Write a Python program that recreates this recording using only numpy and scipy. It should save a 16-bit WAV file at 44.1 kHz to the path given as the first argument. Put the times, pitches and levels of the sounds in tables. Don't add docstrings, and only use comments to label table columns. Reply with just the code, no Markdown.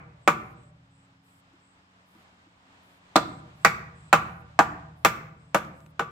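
import sys
import numpy as np
from scipy import signal
from scipy.fft import rfft, irfft, next_fast_len
from scipy.io import wavfile

SR = 44100
rng = np.random.default_rng(int(sys.argv[2]) if len(sys.argv) > 2 else 0)


def generate_wav(signal):
    frames = np.transpose(np.atleast_2d(signal))
    scaled = np.clip(frames, -1, 1) * 32767
    pcm = np.round(scaled).astype(np.int16)
    wavfile.write(sys.argv[1], SR, pcm)


N = 269439
TIME = np.arange(N) / SR
AGE = np.arange(2 * SR) / SR
KNOCK_AGE = AGE[:SR // 3]

# frequency in Hz, level in dB.
WIDTH = [(100, -26.5), (350, -18.5), (700, -16), (1300, -7.5), (2400, -2), (4500, -6), (8000, 3.5),
         (15000, 1.5)]


def from_db(db):
    return 10 ** (np.asarray(db) / 20)


def rms_one(x):
    return x / np.sqrt(np.mean(x ** 2) + 1e-20)


def knock_one(x):
    energy = np.mean(np.sum(x ** 2, axis=-1))
    return x / np.sqrt(energy * 20 / SR + 1e-20)


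def at_hz(points, hz):
    points = np.array(points)
    return np.interp(np.log(np.maximum(hz, 1)), np.log(points[:, 0]), points[:, 1])


def dying(age, t60):
    return np.exp(-np.log(1000) * age / t60)


def bell(offset, width):
    return np.exp(-(offset / width) ** 2)


def add(out, s, sound):
    at = round(s * SR)
    first, last = max(at, 0), min(at + sound.shape[-1], N)
    out[:, first:last] += sound[..., first - at:last - at]


def coloured(x, points):
    size = 2 * next_fast_len(x.shape[-1] // 2 + SR // 20)
    gain = from_db(at_hz(points, np.fft.rfftfreq(size, 1 / SR)))
    cepstrum = irfft(np.log(gain))
    cepstrum[1:size // 2] *= 2
    cepstrum[size // 2 + 1:] = 0
    response = np.exp(rfft(cepstrum))
    return irfft(rfft(x, size) * response)[..., :x.shape[-1]]


def stereo(mid, side):
    return np.array([mid + side, mid - side])


def diffuse(size):
    # frequency in Hz, left-right correlation from -1 (opposed) to 1 (identical).
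    likeness = [(60, 0.78), (130, 1), (290, .79), (640, 0.4), (1400, -0.54), (3100, -0.31), (7000, 0.072),
                (15000, -0.74)]
    padded = 2 * next_fast_len(size // 2 + 1)
    alike = np.clip(at_hz(likeness, np.fft.rfftfreq(padded, 1 / SR)), -1, 1)
    mid, side = rfft(rng.standard_normal((2, padded)))
    return irfft(stereo(mid * np.sqrt((1 + alike) / 2), side * np.sqrt((1 - alike) / 2)))[:, :size]


def drift(rate):
    return np.interp(TIME * rate, np.arange(4096), rng.standard_normal(4096))


def mallet(hz, length_s):
    shape = KNOCK_AGE ** 2 * np.exp(-2 * KNOCK_AGE / length_s)
    return knock_one(shape * np.sin(2 * np.pi * hz * KNOCK_AGE))


def crack(snap_t60, splinter_db, splinter_t60, rise_s):
    # frequency in Hz, spectral level in dB per Hz.
    spectrum = [(100, -18.5), (400, -3.5), (800, 2), (1400, 5.5), (1800, -1.5), (2400, -3), (3000, -9),
                (4500, -14.5), (6000, -15.5), (7500, -14), (9300, -27), (11500, -25), (15500, -26)]
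    snap = dying(KNOCK_AGE, snap_t60)
    splinter = from_db(splinter_db) * dying(KNOCK_AGE, splinter_t60)
    shape = (1 - np.exp(-KNOCK_AGE / rise_s)) * (snap + splinter)
    mid, side = rng.standard_normal((2, len(shape))) * shape
    return knock_one(coloured(stereo(mid, coloured(side, WIDTH)), spectrum))


def splitting(delay_s, t60):
    # frequency in Hz, spectral level in dB per Hz.
    spectrum = [(300, -15.5), (1500, -4), (2800, -2), (4200, 5.5), (6500, -3), (8000, -4.5), (9500, -21),
                (15500, -14)]
    age = KNOCK_AGE - delay_s
    shape = dying(np.abs(age), t60) * (age > 0)
    mid, side = rng.standard_normal((2, len(age))) * shape
    return knock_one(coloured(stereo(mid, coloured(side, WIDTH)), spectrum))


def plank(swell_cycles, spread_db, driven_s):
    # frequency in Hz, level in dB, t60 in seconds.
    modes = [(118, -19.5, .14), (153.7, -13.5, 0.28), (178, -13, 0.17), (209, -10.5, 0.071),
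             (284, -11, 0.036), (313, -10.5, 0.045), (347, -9.5, 0.052), (473, -11, 0.11),
             (569.1, -7.5, 0.036), (594, -7, 0.067), (659, -10.5, 0.045), (757, -7.5, .06),
             (789, -6.5, 0.043), (808, -8.5, 0.077), (964, -7.5, 0.091), (1056, -7, 0.044),
             (1143.3, -5, 0.082), (1200.4, -3, 0.082), (1280, -5, 0.052), (1387, -4.5, 0.1),
             (1488, -5, 0.068), (1646, -9.5, 0.031), (1790, -14.5, 0.054), (1934, -17, .05),
             (2140, -20, 0.066), (2326, -13.5, 0.064), (2590, -17, .05), (3566, -22.5, .06),
             (7340, -28.5, .03), (11800, -30, .035)]
    hz, level_db, t60 = np.array(modes).T[:, :, None]
    gain = from_db(level_db + spread_db * rng.standard_normal(hz.shape))
    swell = 1 - np.exp(-KNOCK_AGE * hz / swell_cycles)
    shape = gain * swell * dying(np.maximum(KNOCK_AGE - driven_s, 0), t60)
    phase, direction = rng.uniform(0, 2 * np.pi, (2,) + hz.shape)
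    turn = 2 * np.pi * hz * KNOCK_AGE + phase
    mid = np.sum(shape * np.sin(turn), axis=0)
    side = np.sum(shape * from_db(at_hz(WIDTH, hz)) * np.sin(turn + direction), axis=0)
    return knock_one(stereo(mid, side))


def chisel():
    # frequency in Hz, level in dB, t60 in seconds.
    modes = [(1148, -1, 0.29), (1180, -5, 0.33), (1266, -6.5, 0.24), (2630, -17, .2)]
    hz, level_db, t60 = np.array(modes).T[:, :, None]
    phase = rng.uniform(0, 2 * np.pi, hz.shape)
    rings = from_db(level_db) * dying(KNOCK_AGE, t60) * np.sin(2 * np.pi * hz * KNOCK_AGE + phase)
    return knock_one(rings.sum(axis=0))


def bite(thud_db, hardness_db, chip_hz, chip_db, splinter_hz):
    hz = np.geomspace(40, 20000, 120)
    thud = thud_db * bell(np.log2(hz / 284), .42)
    chip = chip_db * bell(np.log2(hz / chip_hz), 0.31)
    splinter = 5 * bell(np.log2(hz / splinter_hz), 0.25)
    contact_hz = 2780
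    contact = hardness_db * hz ** 2 / (hz ** 2 + contact_hz ** 2)
    return np.column_stack([hz, thud + chip + splinter + contact])


def porch(onset_s, scatter_db, scatter_t60):
    # centre in Hz, gain in dB, t60 in seconds.
    bands = [(60, -10.5, 1.2), (150, -9, 1.2), (298, -11, 0.7), (610, -20, 1.1), (1200, -13.5, 0.61),
             (2300, -15.5, 0.61), (3200, -16.5, 0.46), (6710, -21, 0.48), (9840, -21, 0.35),
             (16100, -20, 0.45)]
    centres = np.array(bands)[:, 0]
    noise = rfft(diffuse(len(AGE)))
    hz = np.fft.rfftfreq(len(AGE), 1 / SR)
    onset = 1 - np.exp(-(AGE / onset_s) ** 2)
    tail = 0
    for share, (_, level_db, t60) in zip(np.eye(len(bands)), bands):
        band = irfft(noise * at_hz(np.column_stack([centres, share]), hz))
        shape = dying(AGE, t60) * onset
        tail = tail + from_db(level_db) * band * shape / np.linalg.norm(shape)
    scatter = dying(AGE, scatter_t60) * AGE
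    return tail + from_db(scatter_db) * diffuse(len(AGE)) * scatter / np.linalg.norm(scatter)


def roof(swell_s, spread_db):
    # frequency in Hz, level in dB, t60 in seconds.
    modes = [(54.2, -11.5, 1.8), (66, -11.5, 1.7), (80.8, -6.5, 2.7), (103, -8, 1.5), (118.4, -4, 2.8),
             (132, -2.5, 1.8), (153, -3.5, 1.9), (157.8, -6, 3), (169, -5.5, 1.9)]
    hz, level_db, t60 = np.array(modes).T[:, :, None]
    gain = from_db(level_db + spread_db * rng.standard_normal(hz.shape))
    phase = rng.uniform(0, 2 * np.pi, hz.shape)
    rings = gain * dying(AGE, t60) * np.sin(2 * np.pi * hz * AGE + phase)
    return rings.sum(axis=0) * (1 - np.exp(-AGE / swell_s))


def chopping(clack_db, roof_db):
    # start in seconds, level in dB, chisel ring in dB, thud of the plank in dB,
    # hardness of the contact in dB, chip resonance in Hz, chip resonance in dB, splinter pitch in Hz,
    # delay of the splitting in seconds, splitting in dB.
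    blows = [(-.22, -16.5, -25.5, 3, -10, 2130, 7, 2470, .005, -18.5),
             (0.2756, -16, -18, 4.5, -3.5, 1096, 4, 2450, 0.0046, -19.5),
             (3.157, -15.5, -19.5, 12.5, -6.5, 600, 9.5, 3960, 0.0056, -3),
             (3.6475, -14, -28.5, 0.5, 0.5, 2100, 10, 4800, 0.0012, -13.5),
             (4.128, -13, -11.5, -2, -4.5, 1360, 3, 2780, .001, -19.5),
             (4.590, -14, -30, 3, -5, 874, 8.5, 1620, 0.0024, -22),
             (5.048, -16, -27.5, 2.5, 0.5, 2204, 4.5, 13630, 0.012, -21),
             (5.5454, -20, -24.5, 3, -5.5, 573, 9.5, 11000, 0.00082, -18),
             (5.994, -25.5, -9, -0.5, -11.5, 470, 6, 3280, 0.0014, -18)]
    out = np.zeros((2, N))
    space = porch(onset_s=0.024, scatter_db=-11.5, scatter_t60=0.059)
    for s, level_db, ring_db, thud_db, hardness_db, chip_hz, chip_db, splinter_hz, split_s, split_db in blows:
        snap = crack(snap_t60=.02, splinter_db=-7.5, splinter_t60=0.14, rise_s=0.00042)
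        clack = from_db(clack_db) * mallet(hz=1168, length_s=0.0026)
        body = plank(swell_cycles=1.2, spread_db=0.5, driven_s=.011)
        split = from_db(split_db) * splitting(split_s, t60=0.019)
        colour = bite(thud_db, hardness_db, chip_hz, chip_db, splinter_hz)
        knock = knock_one(coloured(snap + clack + body + split, colour))
        direct = from_db(level_db) * (knock + from_db(ring_db) * chisel())
        add(out, s, direct)
        add(out, s, signal.fftconvolve(direct, space, axes=1))
        add(out, s, from_db(level_db + roof_db) * roof(swell_s=0.018, spread_db=0.5))
    return out


def background_noise(floor_db, waver_db):
    # frequency in Hz, spectral level in dB per Hz.
    spectrum = [(25, -25), (55, -14), (90, -9), (130, -10.5), (200, -11), (350, -16.5), (500, -17.5),
                (750, -12.5), (1200, -12), (1840, -16), (3520, -21.5), (5880, -32), (8200, -31.5),
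                (9500, -45), (16000, -46.5)]
    rise_db = 5.5 * bell(TIME - 3.39, 1.7)
    level_db = floor_db + rise_db + waver_db * drift(14)
    return from_db(level_db) * rms_one(coloured(diffuse(N), spectrum))


def motor(level_db, waver_db, wander):
    # frequency in Hz, relative level in dB.
    partials = [(91.5, -3.5), (183, 2.5), (274.5, 0), (549, -17.5)]
    tones = 0
    for hz, db in partials:
        loudness = from_db(db + waver_db * drift(1.8))
        tones = tones + loudness * np.sin(2 * np.pi * hz * TIME + wander * drift(27))
    return from_db(level_db) * rms_one(tones)


def insect(calls, band, edge_s, flutter_db):
    loudness = 0
    for start, end, db in calls:
        rise = np.clip((TIME - start) / edge_s, 0, 1)
        fall = np.clip(2 * (end - TIME) / edge_s, 0, 1)
        loudness = loudness + from_db(db) * rise * fall
    return loudness * from_db(flutter_db * drift(90)) * rms_one(coloured(diffuse(N), band))


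def trill():
    # start in seconds, end in seconds, level in dB.
    stretches = [(0, 1.1, -89.5), (1.1, 2.5, -84.5), (2.5, 6.2, -87)]
    # frequency in Hz, spectral level in dB per Hz.
    band = [(4000, -40.5), (4800, -13), (5100, 0), (5400, -13), (6200, -38.5)]
    return insect(stretches, band, edge_s=.03, flutter_db=2.0)


def cricket(period_s, chirp_s):
    # start of a bout in seconds, its end in seconds, level in dB.
    bouts = [(.195, 1.76, -74), (3.24, 4.10, -67.5), (5.361, 5.89, -75.5)]
    # frequency in Hz, spectral level in dB per Hz.
    band = [(5500, -44.5), (7200, -10.5), (7800, -1), (8200, -1.5), (8700, -18), (10000, -55.5)]
    chirps = [(s, s + chirp_s, db) for start, end, db in bouts for s in np.arange(start, end, period_s)]
    return insect(chirps, band, edge_s=0.044, flutter_db=0.5)


def bush_cricket(rasp_s, level_db):
    starts = [.35, 1.22, 2.05, 2.801, 3.54, 4.24, 4.95, 5.73]
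    # frequency in Hz, spectral level in dB per Hz.
    band = [(5000, -51.5), (8000, -4), (10000, -1), (12000, -1.5), (14500, 2), (15800, -13)]
    rasps = [(s, s + rasp_s, level_db) for s in starts]
    return insect(rasps, band, edge_s=0.033, flutter_db=1.0)


def handling():
    # start in seconds, wooden bump in dB, tick in dB.
    touches = [(.634, -87, -78), (1.533, -64, -80.5), (1.831, -74, -85), (2.150, -61.5, -77.5),
               (2.184, -68, -80.5), (2.463, -65, -88.5), (5.649, -76.5, -64), (5.804, -74.5, -71),
               (5.863, -75.5, -68)]
    # (Hz, dB)
    bump_colour = [(150, -10), (330, 8.0), (500, -22.0), (1500, -15), (4000, -40)]
    tick_colour = [(1000, -14), (4000, 0), (11000, -3)]
    out = np.zeros((2, N))
    for s, bump_db, tick_db in touches:
        bump = coloured(plank(swell_cycles=0.78, spread_db=5.0, driven_s=.008), bump_colour)
        dry_snap = crack(snap_t60=0.0065, splinter_db=-24, splinter_t60=.04, rise_s=.0002)
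        tick = coloured(dry_snap, tick_colour)
        add(out, s, from_db(bump_db) * knock_one(bump) + from_db(tick_db) * knock_one(tick))
    return out


def scene():
    work = chopping(clack_db=-8.5, roof_db=-28.5)
    background = background_noise(floor_db=-64, waver_db=1.87) + motor(level_db=-67.5, waver_db=2.0, wander=0.38)
    insects = trill() + cricket(period_s=.348, chirp_s=0.179) + bush_cricket(rasp_s=0.196, level_db=-74)
    return work + background + insects + handling()


def record(dry):
    cutoff_hz = 15900
    rounded = dry / (1 + dry ** 6) ** (1 / 6)
    lowpass = signal.ellip(10, .2, 80, cutoff_hz, fs=SR, output="sos")
    return signal.sosfilt(lowpass, rounded)


dry = scene()
out = record(dry)
generate_wav(out)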